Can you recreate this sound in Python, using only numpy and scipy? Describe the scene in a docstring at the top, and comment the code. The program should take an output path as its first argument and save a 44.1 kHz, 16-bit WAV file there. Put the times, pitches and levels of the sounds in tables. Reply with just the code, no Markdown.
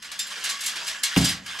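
"""An aluminium tube is pulled through a hand-held roller tool in a garage: it rubs on the rollers in thousands
of tiny slips, which sound through the tool and ring the tube. The loose coil hanging below clashes turn against
turn: each clash adds fading tones and dense dying noise, and now and then one tone rings out alone. Once
something hollow is knocked: a click, a crack, a low thud with echoes and a boom. Low noise is the garage hum."""
import sys
import numpy as np
from scipy import signal
from scipy.fft import rfft, irfft
from scipy.io import wavfile
from scipy.ndimage import uniform_filter1d

SR = 44100
rng = np.random.default_rng(int(sys.argv[2]) if len(sys.argv) > 2 else 0)


def attenuation_scalar(level_db):
    """Turn a level in dB into a linear amplitude multiplier (20 dB per decade)."""
    decades = np.asarray(level_db, float) / 20
    return 10 ** decades


def dump(signal):
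    """Clip the signal to [-1, 1] and save it as 16-bit WAV at the path in sys.argv[1]."""
    limited = np.clip(np.atleast_2d(signal).T, -1, 1)
    pcm = np.round(limited * 32767).astype(np.int16)
    wavfile.write(sys.argv[1], SR, pcm)


N = 70560  # samples, 1.6 s

# strong tones (modes) of the aluminium tube and its coil: f/Hz, relative level/dB, time to fade by 60 dB/s
COIL = [(1125, -19.5, 0.35), (1664.4, -7.5, 0.19), (2186, -6, 0.15), (2802, -11.5, 0.4), (3342, -6, 0.12),
        (3600, -7, 0.12), (4080, -6.5, 0.16), (4670, -10, 0.26), (4888, -4.5, 0.19), (5140, -4, 0.11),
        (5510, -18.5, 0.13), (6480, -7.5, 0.17), (7345, -4.5, 0.18), (7780, -9, 0.14), (9780, -11, .084)]


def evened(x):
    """Scales a sound to an average (rms) level of 1."""
    return x / np.sqrt(np.mean(x ** 2) + 1e-20)


def read(points, hz):
    """Reads a curve between its points, along a logarithmic frequency scale."""
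    f, value = np.transpose(points)
    return np.interp(np.log(hz + 1), np.log(f + 1), value)


def add(mix, s, sound):
    """Adds a sound to the mix from s seconds on, cut off at the end of the mix."""
    part = mix[round(s * SR):][:len(sound)]
    part += sound[:len(part)]


def coloured(x, points):
    """Makes each frequency louder or softer by a curve in dB."""
    n = x.shape[-1]
    return irfft(rfft(x) * attenuation_scalar(read(points, np.fft.rfftfreq(n, 1 / SR))), n)


def resonate(x, hz, width):
    """A fixed resonance of gain 1 at its peak; a wider one (Hz) dies faster."""
    return signal.lfilter(*signal.iirpeak(hz, hz / width, SR), x)


def ticks(n, per_s, spread_db):
    """A random train of tiny impacts, a few of them large."""
    hit, size, sign = rng.random((3, n))
    strength_db = spread_db * np.minimum(-np.log(size + 1e-9), 5)
    return (hit < per_s / SR) * attenuation_scalar(strength_db) * np.sign(sign - .5)


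def decaying(t60_points, seconds):
    """Noise whose frequency bands each die at their own speed, total energy 1."""
    noise = rng.standard_normal(round(seconds * SR))
    hz, t, bands = signal.stft(noise, SR, nperseg=128)
    fading = bands * attenuation_scalar(-60 * t / read(t60_points, hz)[:, None])
    tail = signal.istft(fading, SR, nperseg=128)[1]
    return tail / np.linalg.norm(tail)


def burst(t60_points, points, seconds):
    """Coloured dying noise that starts near rms level 1 and is faded to silence over its last quarter."""
    x = coloured(decaying(t60_points, seconds), points)
    fade = np.clip(4 - 4 * np.arange(len(x)) / len(x), 0, 1) ** 2
    return x / np.sqrt(np.mean(x[:600] ** 2)) * fade


def coupling(k, place):
    """How strongly mode k answers at a place along the tube: not at all where the mode stands still."""
    return np.sin(np.pi * (k + 1) * place) ** 2


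def hum():
    """Garage hum: steady random noise, shaped to be mostly low."""
    # spectrum of the hum: f/Hz, relative level/dB
    hum_colour = [(12, -46), (20, -8), (53, 0.5), (97, -17), (146, 1), (232, 3), (310, -9.5), (452, -15),
                  (518, -14), (823, -26), (1200, -19), (1560, -53)]
    return attenuation_scalar(-62.5) * evened(coloured(rng.standard_normal(N), hum_colour))


def thud(t):
    """The hollow panel sounds low tones that each fade at their own speed."""
    # tones (modes) of the panel: f/Hz, relative level/dB, time to fade by 60 dB/s
    panel_modes = [(76.4, -24, 0.84), (132.7, -12, 0.53), (170, -8, 0.2), (182.6, 0, 0.13),
                   (192.2, -9, 0.51), (261.2, 5, 0.07), (280, -9, 0.2), (344.7, -10.5, 0.092),
                   (417, -13, 0.081), (766, -5.5, 0.028)]
    rise_s = 0.0048
    tones = sum(attenuation_scalar(g - 60 * t / t60) * np.sin(2 * np.pi * hz * t) for hz, g, t60 in panel_modes)
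    return -tones * np.minimum(t / rise_s, 1)


def boom(t):
    """The blurred answer of the room to the blow: low noise that swells briefly and fades."""
    # spectrum of the boom: f/Hz, relative level/dB
    boom_colour = [(35, -27), (70, 3), (130, 1), (190, -3), (270, -11), (350, -28), (650, -10.5),
                   (1000, -13.5), (1500, -51)]
    level_db, t60_s, rise_s = -15.5, 0.6, 0.028
    noise = evened(coloured(rng.standard_normal(len(t)), boom_colour))
    return attenuation_scalar(level_db - 60 * t / t60_s) * noise * np.minimum(t / rise_s, 1)


def knock():
    """One blow on a hollow panel: a click, a hard crack, low modes thrown back by the walls, and a boom."""
    # returns of the thud from the walls, counted from lag_s after the blow: delay t/s, level/dB
    echoes = [(.031, -7), (.050, -9), (.072, -9.5), (.105, -21.5)]
    # spectrum of the crack: f/Hz, relative level/dB
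    crack_colour = [(250, -13), (450, 2), (800, -5), (1500, -2), (2300, 3.5), (3100, 6), (3800, -6),
                    (9000, -20), (14000, -55)]
    # how fast the crack dies: f/Hz, time to fade by 60 dB/s
    crack_t60 = [(400, 0.2), (1000, 0.23), (2000, 0.11), (4000, 0.048)]
    knock_s, knock_db, lag_s = 1.1632, -11.5, 0.00291
    crack_db, click_db, click_s = -9.5, -5.5, .0006  # levels before knock_db
    t, out = np.arange(0, .6, 1 / SR), np.zeros(N)
    panel = thud(t)
    for delay, db in [(0.0015, 0)] + echoes:  # the thud itself, then its echoes
        add(out, knock_s + lag_s + delay, attenuation_scalar(db) * panel)
    add(out, knock_s, attenuation_scalar(crack_db) * burst(crack_t60, crack_colour, .3))
    click = np.exp(-t / click_s) * rng.standard_normal(len(t))  # first contact of the blow
    add(out, knock_s, attenuation_scalar(click_db) * click)
    add(out, knock_s, boom(t))
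    return attenuation_scalar(knock_db) * out


def sing(start, hz, db):
    """A free turn rings on one mode, its pitch shivering as the turn shakes, dying at its own speed."""
    rise_s, shiver_hz = 0.0053, 34.7  # rms pitch shiver
    t = np.arange(0, .4, 1 / SR)
    t60 = read([(f, t60) for f, g, t60 in COIL], hz)
    wander = evened(uniform_filter1d(rng.standard_normal(len(t)), size=200))
    shiver = shiver_hz * np.cumsum(wander) / SR  # in cycles
    envelope = attenuation_scalar(db - 60 * t / t60) * (1 - np.exp(-t / rise_s))
    return start, envelope * np.sin(2 * np.pi * (hz * t + shiver))


def clash(start, db, tilt_db, rattle_s, place):
    """Turns meet and rattle: strong modes and dense shimmer build up over the rattle and die away."""
    # the coil's many small modes, heard as noise: f/Hz, relative level/dB
    shimmer_colour = [(290, -53), (500, -22), (1000, -20), (1660, -8), (2560, -6), (4440, -3.5), (4770, -4),
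                      (11400, -8), (13900, -18.5), (15800, -29)]
    # how fast they die: f/Hz, time to fade by 60 dB/s
    shimmer_t60 = [(1000, 0.48), (3000, 0.37), (6000, 0.25), (10000, 0.13), (15000, 0.09)]
    modes_db, shimmer_db = -12, -11
    swing = .003  # the swinging coil detunes each mode by up to about this share
    t = np.arange(0, .4, 1 / SR)
    detune, phase = rng.uniform(-1.04, 1, (2, len(COIL)))
    ring = np.zeros(len(t))
    for k, (hz, g, t60) in enumerate(COIL):
        level_db = g + tilt_db * np.log2(hz / 4000) - 60 * t / t60
        tone = np.sin(2 * np.pi * hz * (1 + swing * detune[k]) * t + np.pi * phase[k])
        ring += attenuation_scalar(level_db) * coupling(k, place) * tone
    colour = [(hz, g + tilt_db * np.log2(hz / 4000)) for hz, g in shimmer_colour]
    shimmer = burst(shimmer_t60, colour, .4)[:len(t)]
    build_up = np.sqrt(1 - np.exp(-t / rattle_s))
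    return start, attenuation_scalar(db) * build_up * (attenuation_scalar(modes_db) * ring + attenuation_scalar(shimmer_db) * shimmer)


def hanging_coil():
    """All clashes and ringing turns of the loose coil, kept above about 500 Hz."""
    # turns clash: t/s, strength level/dB, brightness/dB per octave, rattle/s, place along the coil (0-1)
    clashes = [(0.024, -28.5, -2.5, 0.00037, 0.38), (0.046, -31, -3, 0.0026, 0.04),
               (0.1158, -23, -2.5, 0.00074, 0.38), (0.191, -17, 1.5, 0.001, 0.28),
               (0.2672, -29.5, 3, 0.0019, 0.5), (0.3026, -23, -2.5, 0.013, 0.3),
               (0.4382, -13.5, 0, 0.0086, 0.23), (0.4913, -15, 0.5, 0.0042, 0.36),
               (0.6064, -19, 1, 0.0047, .48), (0.6354, -19, 1.5, 0.0068, 0.12),
               (0.6603, -14, 3.5, 0.003, 0.43), (0.6796, -22, 0.5, 0.0013, .06),
               (0.7565, -20, -2.5, 0.0075, 0.07), (0.8669, -20, -2, 0.0022, 0.15),
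               (0.878, -18.5, 0, 0.0034, 0.05), (1.034, -9.5, 1, .0006, .33),
               (1.1713, -12.5, 2, 0.0029, 0.14), (1.21, -16, -1.5, 0.005, 0.03),
               (1.2423, -7.5, 2, 0.015, 0.33), (1.289, -15.5, 3, 0.0022, 0),
               (1.4614, -26.5, -3, 0.0002, .21), (1.589, -23, -2.5, .003, .48)]
    # a free turn rings out on one mode: t/s, f/Hz, strength level/dB
    sings = [(.1916, 3600, -23), (.1918, 5160, -25.5), (.192, 7345, -26.5), (.497, 1125, -34.5),
             (.945, 1652, -31), (1.0342, 2186, -27), (1.0344, 3354, -24), (1.0351, 4140, -23),
             (1.236, 4888, -22), (1.272, 4888, -22.5)]
    coil = np.zeros(N)
    for row in clashes:
        add(coil, *clash(*row))
    for row in sings:
        add(coil, *sing(*row))
    return signal.lfilter(*signal.butter(2, 500, "high", fs=SR), coil)


def rub():
    """Dense slips of tube on roller sound through the tool body and ring the tube where the rollers touch it."""
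    # the pull: t/s, rub level/dB, ring of the tube against the rub level/dB
    pull = [(0, -55.5, -9), (.05, -47.5, 0), (.1, -45, -11), (.19, -55, 11), (.3, -37, -22),
            (.4, -34.5, -21), (.5, -31.5, -30), (.58, -42.5, 3), (.7, -35.5, -24), (.82, -37, -11.5),
            (.93, -35, 1), (1.0, -42, -2), (1.031, -44, -21), (1.131, -34, -8.5), (1.249, -36.5, 2),
            (1.33, -35, -11), (1.408, -57.5, -5), (1.455, -44, -22), (1.481, -36.5, -19), (1.6, -34.5, -13)]
    # how the tool body colours the slips: f/Hz, relative level/dB
    tool_colour = [(180, -52), (300, -21.5), (775, -14.5), (1020, -7.5), (1230, -6), (1670, 0), (2360, -7),
                   (3120, 1), (3550, -5.5), (7540, -13), (11900, -24.5), (15000, -40)]
    patchy_db = 3.5  # rms unevenness over time and frequency
    damping = 8  # the touching rollers make the tube's modes die this many times faster
    s, db, ring_db = np.transpose(pull)
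    t = np.arange(N) / SR
    slips = evened(ticks(N, per_s=7000, spread_db=3.2))
    bands = signal.stft(evened(coloured(slips, tool_colour)), nperseg=512)[2]
    patches = uniform_filter1d(rng.standard_normal(bands.shape), 3, 0)  # smooth across frequency
    patches = evened(uniform_filter1d(patches, 6, 1))  # then across time
    body = evened(signal.istft(bands * attenuation_scalar(patchy_db * patches), nperseg=512)[1][:N])
    place = 0.625 + 0.399 * t  # rollers travel along the tube; past 1 the coupling pattern repeats
    rings = np.zeros(N)
    for k, (hz, g, t60) in enumerate(COIL):
        width_hz = damping * np.log(1000) / np.pi / t60
        tone = evened(resonate(slips, hz, width_hz))
        rings += attenuation_scalar(g + read(tool_colour, hz) / 2) * coupling(k, place) * tone
    ring_level = attenuation_scalar(np.interp(t, s, ring_db))
    return attenuation_scalar(np.interp(t, s, db)) * (body + ring_level * evened(rings))


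def garage(x, wet_db):
    """Direct sound plus the tail of the room, whose pitches die at different speeds."""
    # room tail: f/Hz, time to fade by 60 dB/s
    room_t60 = [(150, 0.5), (1000, 0.49), (4000, 0.14), (12000, 0.22)]
    tail = np.pad(decaying(room_t60, .6), (300, 0))  # starts 300 samples late
    return x + attenuation_scalar(wet_db) * signal.fftconvolve(x, tail)[:N]


def ports(x):
    """Two close microphone ports: mostly the same sound, partly scattered with wandering phase."""
    # likeness of the two ports: f/Hz, correlation (0-1)
    likeness = [(30, .97), (60, .99), (130, .995), (250, .985), (550, .82), (1200, .84), (2500, .8),
                (4970, .83), (9000, .88), (11000, .75), (14000, .45)]
    # first port against second: f/Hz, level/dB
    level_gap = [(30, -2), (70, -1), (250, -.5), (550, -.3), (1200, -1.9), (2500, -1.7), (4970, -.2),
                 (9000, 1.3), (14000, .6)]
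    # first port ahead of second: f/Hz, phase/rad
    phase_gap = [(900, 0), (1900, -.3), (3200, -.5), (4200, -.35), (7300, 0), (11500, 0), (13000, .2)]
    hz = np.fft.rfftfreq(N, 1 / SR)
    same = np.clip(read(likeness, hz), 0, 1)
    loose = irfft(np.sqrt((1 - same) / 2) * rfft(x), N)
    bands = signal.stft(loose, nperseg=512)[2]
    turn = uniform_filter1d(rng.standard_normal((2,) + bands.shape), size=2, axis=2)
    turned = bands * np.exp(1j * np.arctan2(*turn))
    scatter = evened(signal.istft(turned, nperseg=512)[1][:N]) * np.std(loose)
    half = attenuation_scalar(read(level_gap, hz) / 2) * np.exp(.5j * read(phase_gap, hz))  # half the gap for each port
    mid, side = np.sqrt((1 + same) / 2) * rfft(x), rfft(scatter)
    return irfft(np.array([(mid + side) * half, (mid - side) / half]), N)


def scene():
    """Coil, rub and knock in the garage, with its hum, as they reach the two ports."""
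    tube = garage(hanging_coil() + rub(), wet_db=-10)
    blow = garage(knock(), wet_db=-14.5)
    return ports(tube + blow + hum())


def roll_off(x):
    """The treble ends steeply here."""
    return signal.sosfilt(signal.butter(12, 15990, fs=SR, output="sos"), x)


def record(dry):
    """The microphone softens the highest treble."""
    # microphone response: f/Hz, level/dB
    mic_response = [(70, 0), (14000, 0.24), (15300, -7), (16000, -18)]
    return roll_off(coloured(dry, mic_response))


dry = scene()
out = record(dry)
dump(out)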